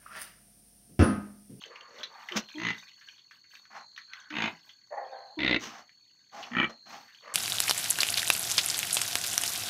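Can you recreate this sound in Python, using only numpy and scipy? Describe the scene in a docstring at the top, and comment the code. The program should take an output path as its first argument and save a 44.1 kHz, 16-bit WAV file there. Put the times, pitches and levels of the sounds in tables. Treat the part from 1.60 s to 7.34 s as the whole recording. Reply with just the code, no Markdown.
"""Sow in a night pen

A sow grunts, snorts and snuffles close up in a wooden pen, with crickets trilling all around.
Each grunt opens with a nasal hum, a wavering near-sine, and breaks into slow throat pulses: thumps and rasps
of noise through resonances. Puffs are noise ringing the snout; a hoarse groan is pulses half drowned in noise.
Knocks are short bursts on one ring, rustling litter is scattered pitched grains under a faint fizz of straw.
Crickets are blurred tones pulsed by wing strokes, over a bed of coloured noise."""
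import sys
import numpy as np
from scipy import signal
from scipy.io import wavfile
from scipy.ndimage import uniform_filter1d

SR = 44100
rng = np.random.default_rng(int(sys.argv[2]) if len(sys.argv) > 2 else 0)


def materialize(psi):
    """Save the field psi as 16-bit PCM at rate SR to the path in sys.argv[1].

    A 1-D psi becomes a single channel; in a 2-D psi each row is a channel.
    """
    bounded = np.clip(np.atleast_2d(psi).T, -1, 1)
    quanta = np.round(bounded * 32767).astype(np.int16)
    wavfile.write(sys.argv[1], SR, quanta)


N = 253134
TIME = np.arange(N) / SR
FREQS = np.fft.rfftfreq(8192, 1 / SR)


def gain_of(db):
    """Decibels to amplitude."""
    return 10 ** (np.asarray(db) / 20)


def evened(x):
    """Scales to rms 1."""
    return x / np.sqrt(np.mean(x ** 2) + 1e-20)


def read(points, hz):
    """Reads a table on a log-frequency axis."""
    f, value = np.transpose(points)
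    return np.interp(np.log(hz + 1), np.log(f + 1), value)


def follow(rows, t):
    """Reads every column of a curve at the times t."""
    s, *columns = np.transpose(rows)
    return [np.interp(t, s, c) for c in columns]


def add(mix, s, sound):
    """Mixes a sound in at s seconds."""
    part = mix[max(round(s * SR), 0):][:len(sound)]
    part += sound[:len(part)]


def wander(size, per_s):
    """Random drift of about unit size: straight lines between per_s random points a second."""
    return np.interp(np.arange(size) * per_s / SR, np.arange(4096), rng.standard_normal(4096))


def resonances(modes):
    """Gain of a set of resonances (f/Hz, width/Hz, level/dB), summed in power."""
    power = 0
    for hz, width, db in modes:
        # the factor makes width the span between the half-power points
        power = power + (gain_of(db) / (1 + ((FREQS - hz) / (.78 * width)) ** 2)) ** 2
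    return np.sqrt(power)


def ring(x, gain):
    """Passes x through a causal, minimum-phase filter of this gain shape and unit energy."""
    log_gain = np.log(np.maximum(gain / gain.max(), 1e-5))
    mirrored = np.r_[log_gain, log_gain[-2:0:-1]]
    spectrum = np.exp(np.conj(signal.hilbert(mirrored)))
    response = np.fft.ifft(spectrum).real[:4096]
    return signal.fftconvolve(x, response / np.linalg.norm(response))[:len(x)]


def tilt(x, hz, kind):
    """A gentle low-pass or high-pass."""
    return signal.lfilter(*signal.butter(1, hz, kind, fs=SR), x)


def resonate(x, hz, width):
    """A resonance of gain 1 that follows the curve hz: shift down, smooth, shift back up."""
    turn = np.exp(2j * np.pi * np.cumsum(hz) / SR)
    r = np.exp(-np.pi * width / SR)
    smooth = signal.lfilter([(1 - r) ** 2], [1, -2 * r, r * r], x / turn)
    return 2 * (turn * smooth).real


# decay of the pen's echo: f/Hz, t60/s
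PEN_DECAY = [(100, 0.23), (300, 0.23), (900, 0.23), (2000, 0.16), (6000, 0.13), (15000, 0.028)]


def pen(x, echo_db):
    """Rails and walls scatter the sound into a short tail that dies band by band."""
    t = np.arange(SR // 2) / SR
    scatter = rng.standard_normal(len(t)) * (t > .004)
    hz, s, z = signal.stft(scatter, SR, nperseg=256)
    z = z * gain_of(-60 * s / read(PEN_DECAY, hz)[:, None])
    tail = signal.istft(z, SR, nperseg=256)[1][:len(t)]
    return x + gain_of(echo_db) * signal.oaconvolve(x, tail / np.linalg.norm(tail))[:N]


def trill(hz, width_hz, strokes_per_s, depth):
    """Wing strokes pulse a narrow wing resonance; many scattered paths blur its pitch."""
    noise = rng.standard_normal(N) + 1j * rng.standard_normal(N)
    blur = signal.sosfilt(signal.butter(2, width_hz / 2, fs=SR, output="sos"), noise)
    blur = blur / np.sqrt(abs(blur) + 1e-12)  # evens out the swells
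    stroke_rate = strokes_per_s * (1 + .06 * wander(N, 6.4))
    strokes = 1 + depth * np.cos(2 * np.pi * np.cumsum(stroke_rate) / SR)
    carrier = np.exp(2j * np.pi * np.cumsum(hz * np.ones(N)) / SR)
    return evened(strokes * (blur * carrier).real)


# colour of the far insects and air: f/Hz, level/dB
NIGHT_COLOUR = [(30, -26), (100, 20), (250, 18), (700, 1.5), (1800, -1), (3500, -6), (4400, 31.5),
                (5100, -67), (5800, -18.5), (6600, -32.5), (7300, -48.5), (8200, -11), (10000, -43),
                (14000, -17)]
CRICKET_HZ, CRICKET_DB = 4396, -63  # the steady crickets, before drift and swell
NEAR_HZ, NEAR_DB = 4195, -58  # the nearer cricket
FIRST_BOUT_S, BOUT_EVERY_S, BOUT_S = .76, 1.395, .42


def insects(night_db=-70, waver_db=2, swell_db=2):
    """Steady crickets, one that sings in regular bouts, a higher trill and the far chorus."""
    drift_hz, swells_per_s = 25, 6
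    steady = gain_of(CRICKET_DB + swell_db * wander(N, swells_per_s))
    steady_hz = CRICKET_HZ + drift_hz * wander(N, swells_per_s)
    steady *= trill(steady_hz, width_hz=150, strokes_per_s=39, depth=.45)
    age = (TIME - FIRST_BOUT_S) % BOUT_EVERY_S
    bouts = gain_of(NEAR_DB) * np.clip(np.minimum(age, BOUT_S - age) / .025, 0, 1)  # 25 ms edges
    near = bouts * trill(NEAR_HZ, width_hz=120, strokes_per_s=57, depth=0.47)
    high = gain_of(-74 + waver_db * wander(N, 14))
    high = high * trill(6500, width_hz=480, strokes_per_s=48, depth=.3)
    night = gain_of(night_db) * ring(rng.standard_normal(N), gain_of(read(NIGHT_COLOUR, FREQS)))
    return steady + near + high + night


# scuffs in the litter: crest t/s, rise t/s, fall t/s, crackle level/dB, dry straw fizz level/dB
SCUFF_CUES = [ (.02, 0.035, 0.11, -53, -70), (.4, 0.089, 0.051, -53, -71), (.69, .22, 0.33, -55, -67.5),
              (.89, 0.094, 0.53, -55.5, -70.5), (1.2, 0.28, 0.18, -51.5, -69.5),
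              (1.51, 0.36, 0.12, -61.5, -74), (1.73, 0.053, 0.12, -64, -72.5),
              (1.941, 0.065, .12, -56.5, -67), (2.38, 0.046, .15, -62.5, -79),
              (2.57, 0.093, 0.18, -55, -79), (2.83, .15, 0.24, -52, -69),
              (3.069, 0.071, 0.11, -60.5, -70.5), (3.273, .015, 0.025, -62, -80),
              (3.46, .04, 0.4, -63.5, -87), (4.048, .05, 0.17, -56, -77), (4.83, 0.046, 0.047, -44, -67),
              (5.3, 0.035, 0.43, -63.5, -67), (5.55, 0.055, 0.33, -60.5, -88)]
SCUFF_DROP_DB = -18  # level at the start of the rise and at the end of the fall
CRACKLE_FLOOR_DB, FIZZ_FLOOR_DB = -74, -84.5  # the litter is never quite still


def stirring():
    """How strongly the litter crackles and fizzes: every scuff swells and dies away over a faint floor."""
    crackle, fizz = gain_of(CRACKLE_FLOOR_DB), gain_of(FIZZ_FLOOR_DB)
    for crest, rise, fall, crackle_db, fizz_db in SCUFF_CUES:
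        away = np.where(TIME < crest, (crest - TIME) / rise, (TIME - crest) / fall)
        swell = gain_of(SCUFF_DROP_DB * (away + away ** 2) / 2)
        crackle = np.maximum(crackle, gain_of(crackle_db) * swell)
        fizz = np.maximum(fizz, gain_of(fizz_db) * swell)
    return crackle, fizz


# colour of the crackling litter: f/Hz, level/dB
LITTER_COLOUR = [(800, -13.5), (1600, 0), (2500, -2), (3600, -1), (5000, -14), (6200, -6), (7000, -22)]


def rustle(clump_db=3, grain_width_hz=420):
    """Bits of litter crackle in clumps, each with one of sixteen pitches."""
    crackle = np.zeros(N)
    grains_per_s, spread_db, chip_s = 36, 3.5, .004  # grain rate per pitch
    age = np.arange(SR // 60) / SR
    for hz in np.linspace(800, 7000, num=16):
        hits = rng.random(N) < grains_per_s / SR
        hit_db = spread_db * np.minimum(rng.exponential(1, N), 3) + clump_db * wander(N, 22)
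        grains = hits * gain_of(hit_db) * rng.choice([-1, 1], N)
        burst = rng.standard_normal(len(age)) * np.exp(-age / chip_s)
        chip = resonate(burst, np.full(len(age), hz), grain_width_hz)
        crackle += gain_of(read(LITTER_COLOUR, hz)) * signal.oaconvolve(grains, evened(chip))[:N]
    return evened(crackle)


# colour of the dry straw: f/Hz, level/dB
STRAW_TONE = [(2000, -28.5), (4000, 2.5), (5800, -4.5), (7200, -9.5), (8200, -3.5), (10000, -22),
              (11500, -16), (13000, -1.5), (15500, -9)]


def straw(clump_db=2):
    """A faint high fizz of dry straw: coloured noise with a quick flicker in level."""
    fizz = rng.standard_normal(N) * gain_of(clump_db * wander(N, 170))
    return ring(fizz, gain_of(read(STRAW_TONE, FREQS)))


# small knocks and clicks: t/s, level/dB, ring f/Hz, scrape t60/s
KNOCK_CUES = [ (.038, -36, 2900, .019), (.158, -44, 2500, 0.064), (.209, -39.5, 2960, 0.019),
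              (0.4321, -32, 4000, 0.071), (0.44, -47, 3660, 0.038), (0.6874, -34.5, 1980, 0.055),
              (0.7217, -30, 3000, .016), (.888, -45, 3360, .037), (1.411, -51.5, 1700, 0.13),
              (1.487, -39.5, 3000, 0.017), (1.58, -56, 3370, 0.18), (1.711, -47.5, 1600, 0.061),
              (1.842, -57, 1850, .08), (1.953, -39, 2690, 0.019), (2.054, -47, 1600, 0.027),
              (2.3633, -40.5, 3840, 0.018), (2.377, -37, 1750, 0.067), (2.5345, -34, 1830, 0.031),
              (2.7037, -40, 1600, 0.088), (3.093, -45, 3270, 0.075), (4.293, -50.5, 2000, 0.022),
              (4.829, -39, 3150, .04), (5.48, -53, 1720, 0.21), (5.547, -50.5, 3020, 0.054)]
# broad body under every knock: f/Hz, level/dB
KNOCK_COLOUR = [(100, -24.5), (600, -30.5), (1100, -5), (2000, 3), (3300, 3), (4800, -5), (6300, -3.5),
                (8000, -39), (10500, -32.5), (14000, -24.5)]


def knock(s, db, hz, t60, ring_db=8, width_hz=380, snap=5):
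    """A sharp contact and a brief scrape ring one main resonance over a broad body."""
    t = np.arange(SR // 4) / SR
    contact = rng.standard_normal(len(t)) * gain_of(-60 * t / t60)
    contact[0] += snap
    body = gain_of(read(KNOCK_COLOUR, FREQS)) * (0.5 + resonances([(hz, width_hz, ring_db)]))
    return s, gain_of(db) * ring(contact, body)


# puffs of air through the snout: t/s, rise t/s, fall t/s, level/dB, lowest resonance f/Hz,
# upper resonances level/dB, breathy hiss level/dB
PUFF_CUES = [ (0.041, 0.026, 0.21, -53, 496, -20, -51), (.087, 0.051, 0.32, -50.5, 1070, 8, -25),
             (0.268, 0.12, 0.21, -51, 522, -5.5, -21), (0.489, 0.086, 0.28, -49, 870, -1, -29),
             (.707, 0.054, 0.055, -38.5, 540, 5, -17), (.759, .012, 0.038, -25.5, 544, 8, 4.5),
             (2.098, 0.069, 0.089, -43, 814, -1.5, -24.5), (2.472, 0.065, 0.37, -52, 1550, -10, -42),
             (3.991, 0.046, 0.13, -39.5, 900, 6.5, 1), (4.03, 0.16, 0.061, -46.5, 755, -1, -15.5),
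             (4.711, 0.069, 0.38, -44, 750, -5.5, -20), (5.093, 0.0038, 0.05, -45, 570, -5, -19.5),
             (5.253, 0.072, 0.16, -44.5, 787, -3, -16), (5.612, 0.087, 0.51, -46, 554, 3, -23.5)]
# upper resonances of the snout: f/Hz, width/Hz, level/dB
UPPER_SNOUT = [(1156, 236, -1.5), (1700, 760, -7)]
# colour of the breathy hiss: f/Hz, level/dB
HISS_COLOUR = [(60, -17), (220, 8), (500, -4), (1000, -10.5), (2800, 0.5), (4500, -4.5), (6200, 1),
               (7500, -16), (10500, -32.5), (13500, -21.5), (15500, -24.5)]
NOSE_WIDTH_HZ = 150  # width of the lowest resonance


def puff(start, rise, fall, db, low_hz, upper_db, hiss_db, onset_db=-12, fade_db=-20, flutter_db=2.0):
    """Turbulent air rings the snout and hisses at the wet nostrils; a tight, toneful puff also throbs."""
    t = np.arange(0, rise + fall, 1 / SR)
    throb_db, throbs_per_s = 4, 55  # an irregular throb, scaled by tightness
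    lowest = resonances([(low_hz, NOSE_WIDTH_HZ, 0)])
    snout = np.hypot(lowest, gain_of(upper_db) * resonances(UPPER_SNOUT))
    snout *= FREQS ** 4 / (FREQS ** 4 + (low_hz / 2) ** 4 + 1)  # thins out the bass
    tightness = 1 / (1 + 2 * gain_of(upper_db) + 10 * gain_of(hiss_db))
    air = rng.standard_normal(SR)[:len(t)]
    unrest_db = flutter_db * wander(len(t), 220) + tightness * throb_db * wander(len(t), throbs_per_s)
    colour = np.hypot(snout, gain_of(hiss_db + read(HISS_COLOUR, FREQS)))
    air = evened(ring(air * gain_of(unrest_db), colour))
    swell_db = np.interp(t, [0, rise, rise + fall], [onset_db, 0, fade_db])
    return start, air * gain_of(db + swell_db) * signal.windows.tukey(len(t), .1)


# nasal hums: t/s, length t/s, first pitch f/Hz, last pitch f/Hz, level/dB, level change over the length/dB
HUM_CUES = [(0.71, 0.059, 389, 320, -47, 4), (0.756, 0.044, 221.6, 203, -29.5, -9),
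            (.946, 0.094, 296, 332, -42, 4), (2.703, 0.075, 298, 304, -43.5, -3),
            (3.77, .1, 310, 323.2, -34.5, -1), (4.909, 0.052, 235, 243, -40, -5.5),
            (4.969, 0.088, 320.2, 337, -35.5, -2.5)]
HUM_EDGE_S = 0.01  # attack and release of a hum


def hum(start, length, first_hz, last_hz, db, fade_db, second_db=-21, third_db=-17):
    """A nearly pure, unsteady tone through the nose, with faint second and third harmonics."""
    t = np.arange(0, length, 1 / SR)
    jitter, flutter = .03, .2  # shares of pitch and of level
    hz = first_hz + (last_hz - first_hz) * t / length
    phase = 2 * np.pi * np.cumsum(hz * (1 + jitter * wander(len(t), 280))) / SR
    tone = np.sin(phase) + gain_of(second_db) * np.sin(2 * phase) + gain_of(third_db) * np.sin(3 * phase)
    edges = np.minimum(np.minimum(t, length - t) / HUM_EDGE_S, 1)
    envelope = edges * gain_of(db + fade_db * t / length)
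    return start, evened(tone) * envelope * (1 + flutter * wander(len(t), 130))


LEAD_IN_PER_S = 65  # pulse rate of the lead-in, before rounding to whole pulses
CATCH_DB, ARCH_DB = -4, -2.5  # end of the lead-in; both ends of the rattle against its middle


def pulses(start, full, last, per_s, slowing, db, lead_db):
    """Times and levels of a grunt's pulses: a lead-in that swells, then a rattle that arches and drifts in pace."""
    lead_count = max(round((full - start) * LEAD_IN_PER_S), 1)
    lead = np.linspace(0, 1, lead_count, endpoint=False)
    u = np.linspace(0, 1, max(round((last - full) * per_s), 1) + 1)
    rattle_times = full + (last - full) * (u - slowing * u * (1 - u))
    times = np.r_[start + (full - start) * lead, rattle_times]
    levels = np.r_[lead_db + (CATCH_DB - lead_db) * lead, ARCH_DB * (2 * u - 1) ** 2]
    return zip(times, db + levels)


# grunts, a loose lead-in and then a full rattle: start t/s, full voice t/s, last pulse t/s, pulses per s,
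# slowing share, rasp rise t/s, pen echo level/dB, level/dB, lead-in level/dB, low thump level/dB
GRUNT_CUES = [ (.982, 1.0495, 1.103, 57, 0, .0013, -9, -30, -12, -2.5),
              (2.7255, 2.7665, 2.876, 55, 0, .0003, -9, -32, -12, -4),
              (3.7895, 3.8315, 3.9615, 62, .077, .0003, -17, -25.5, -9, -1.5),
              (4.917, 4.967, 5.043, 66, -.09, .0008, -14, -24.5, -20.5, 1)]
# the throat's resonances, one list per grunt: f/Hz, width/Hz, level/dB
THROAT_MODES = [
    [(169, 133, -1.5), (900, 180, -10.5), (1400, 620, -13.5), (2000, 194, -1), (2530, 930, -10.5),
     (3570, 830, -14.5), (4230, 460, -25.5), (6350, 320, -14.5)],
    [(202, 150, 2), (930, 240, -6), (1600, 1300, -10), (2100, 470, -2.5), (2500, 250, 0), (3000, 120, -1.5),
     (3670, 590, -8.5), (6470, 390, -19.5)],
    [(300, 78, 2.5), (149, 420, -4), (900, 43, -19), (1414, 94, -12.5), (2017, 136, 3), (2500, 650, -8.5),
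     (3686, 430, -7), (4200, 260, -19), (6580, 660, -43.5)],
    [(220, 104, 4), (830, 100, -22.5), (1300, 300, -4), (1847, 165, 4), (2330, 114, 2), (2960, 440, -7.5),
     (4360, 520, -36.5), (6600, 100, -22.5)],
]
RASP_DECAY_S = .0045


def grunt(row, throat, dull_hz=2400, dull_s=0.0061, rasp_hz=550, tick_db=-48):
    """Slack folds slap shut some sixty times a second: each slap is a thump and a rasp of air that dulls as it dies."""
    leak, leak_s, alike, uneven_db, tick_spread_db = .17, .014, .55, 1, 4
    start, full, last, per_s, slowing, rise_s, echo_db, db, lead_db, thump_db = row
    age, source = np.arange(SR // 20) / SR, np.zeros(N)
    impulse = 1. * (age == 0)
    opening = (1 - np.exp(-age / rise_s)) * (np.exp(-age / RASP_DECAY_S) + leak * np.exp(-age / leak_s))
    thump = gain_of(thump_db) * tilt(impulse, rasp_hz, "low")
    # the snout radiates little deep bass or top
    colour = resonances(throat) * FREQS ** 2 / (FREQS ** 2 + 100 ** 2) / (1 + (FREQS / 7200) ** 10)
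    habit, fresh = rng.standard_normal(len(age)), np.exp(-age / dull_s)
    for at, effort_db in pulses(start, full, last, per_s, slowing, db, lead_db):
        # slaps of one grunt resemble each other
        air = alike * habit + np.sqrt(1 - alike ** 2) * rng.standard_normal(len(age))
        air = opening * (fresh * air + (1 - fresh) * tilt(air, dull_hz, "low"))
        rasp = tilt(air / np.linalg.norm(air), rasp_hz, "high")
        slap = ring(thump + rasp, colour)
        # faint sharp tick at the start of each pulse, uneven in level
        tick = gain_of(tick_db + tick_spread_db * rng.standard_normal()) * impulse
        slap = slap / np.linalg.norm(slap) + tick
        slap_db = effort_db + uneven_db * rng.standard_normal()
        add(source, at, slap * gain_of(slap_db) * np.sqrt(SR / per_s))
    return pen(source, echo_db)


# swells of a higher, hoarse groan: t/s, rise t/s, level/dB, fade dB/s
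GROAN_SWELLS = [(3.302, 0.027, -37, 176), (3.362, 0.012, -34, 134), (3.514, 0.013, -40.5, 84.5)]
# the moving throat: t/s, first resonance f/Hz, second resonance f/Hz
MOUTH_MOVES = [(3.31, 620, 1800), (3.38, 754, 1850), (3.49, 620, 1720), (3.55, 720, 1570),
               (3.72, 775, 1600)]
GROAN_END_S = 3.76
GROAN_HZ, GROAN_SETTLED_HZ, GROAN_SAG_S = 319, 263.7, .06  # the pitch sags as the air runs out


def groan(jitter=0.027, low_width_hz=340, high_width_hz=260, high_db=-13, cut_hz=450):
    """Unsteady pulses, half drowned in air, pass two moving throat resonances; each swell rises fast and fades."""
    rough, waver, flutter_db = .48, .03, 2
    t = np.arange(GROAN_SWELLS[0][0], GROAN_END_S, 1 / SR)
    hz = GROAN_SETTLED_HZ + (GROAN_HZ - GROAN_SETTLED_HZ) * np.exp(-(t - t[0]) / GROAN_SAG_S)
    swells = []
    for s, rise, db, fade in GROAN_SWELLS:
        swells.append(np.clip((t - s) / rise, 0, 1) ** 2 * gain_of(db - fade * (t - s - rise)))
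    effort = np.linalg.norm(swells, axis=0)
    low_hz, high_hz = follow(MOUTH_MOVES, t)
    unsteady_hz = hz * (1 + jitter * wander(len(t), 153.5) + waver * wander(len(t), 30))
    phase = 2 * np.pi * np.cumsum(unsteady_hz) / SR
    folds = sum(np.cos(k * phase) for k in range(1, 10)) * 2 * np.sqrt(hz / SR)
    drive = (1 - rough) * folds + rough * rng.standard_normal(SR)[:len(t)]
    voice = resonate(drive, low_hz, low_width_hz) + gain_of(high_db) * resonate(drive, high_hz, high_width_hz)
    voice = signal.sosfilt(signal.butter(4, [cut_hz, 2300], "band", fs=SR, output="sos"), voice)
    voice = voice / np.sqrt(uniform_filter1d(voice ** 2, size=900) + 1e-12)  # evens the running level
    return t[0], effort * gain_of(flutter_db * wander(len(t), 200)) * voice


def scene():
    """The sow and the knocks and litter in the pen, with the insects around."""
    snout, knocks = np.zeros((2, N))
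    grunts = sum(grunt(row, throat) for row, throat in zip(GRUNT_CUES, THROAT_MODES))
    add(snout, *groan())
    for row in HUM_CUES:
        add(snout, *hum(*row))
    for row in PUFF_CUES:
        add(snout, *puff(*row))
    for row in KNOCK_CUES:
        add(knocks, *knock(*row))
    crackle, fizz = stirring()
    sow = grunts + pen(snout, echo_db=-15.5)
    floor = pen(knocks + crackle * rustle(), echo_db=-10) + fizz * straw()
    return (sow + floor + insects())[None]


EDGE_HZ = 15700


def record(dry):
    """The recorder's band limit: a steep low-pass."""
    low_pass = signal.firwin(511, EDGE_HZ, window=("kaiser", 9), fs=SR)
    return signal.oaconvolve(dry, low_pass[None], "same")


dry = scene()
out = record(dry)
materialize(out)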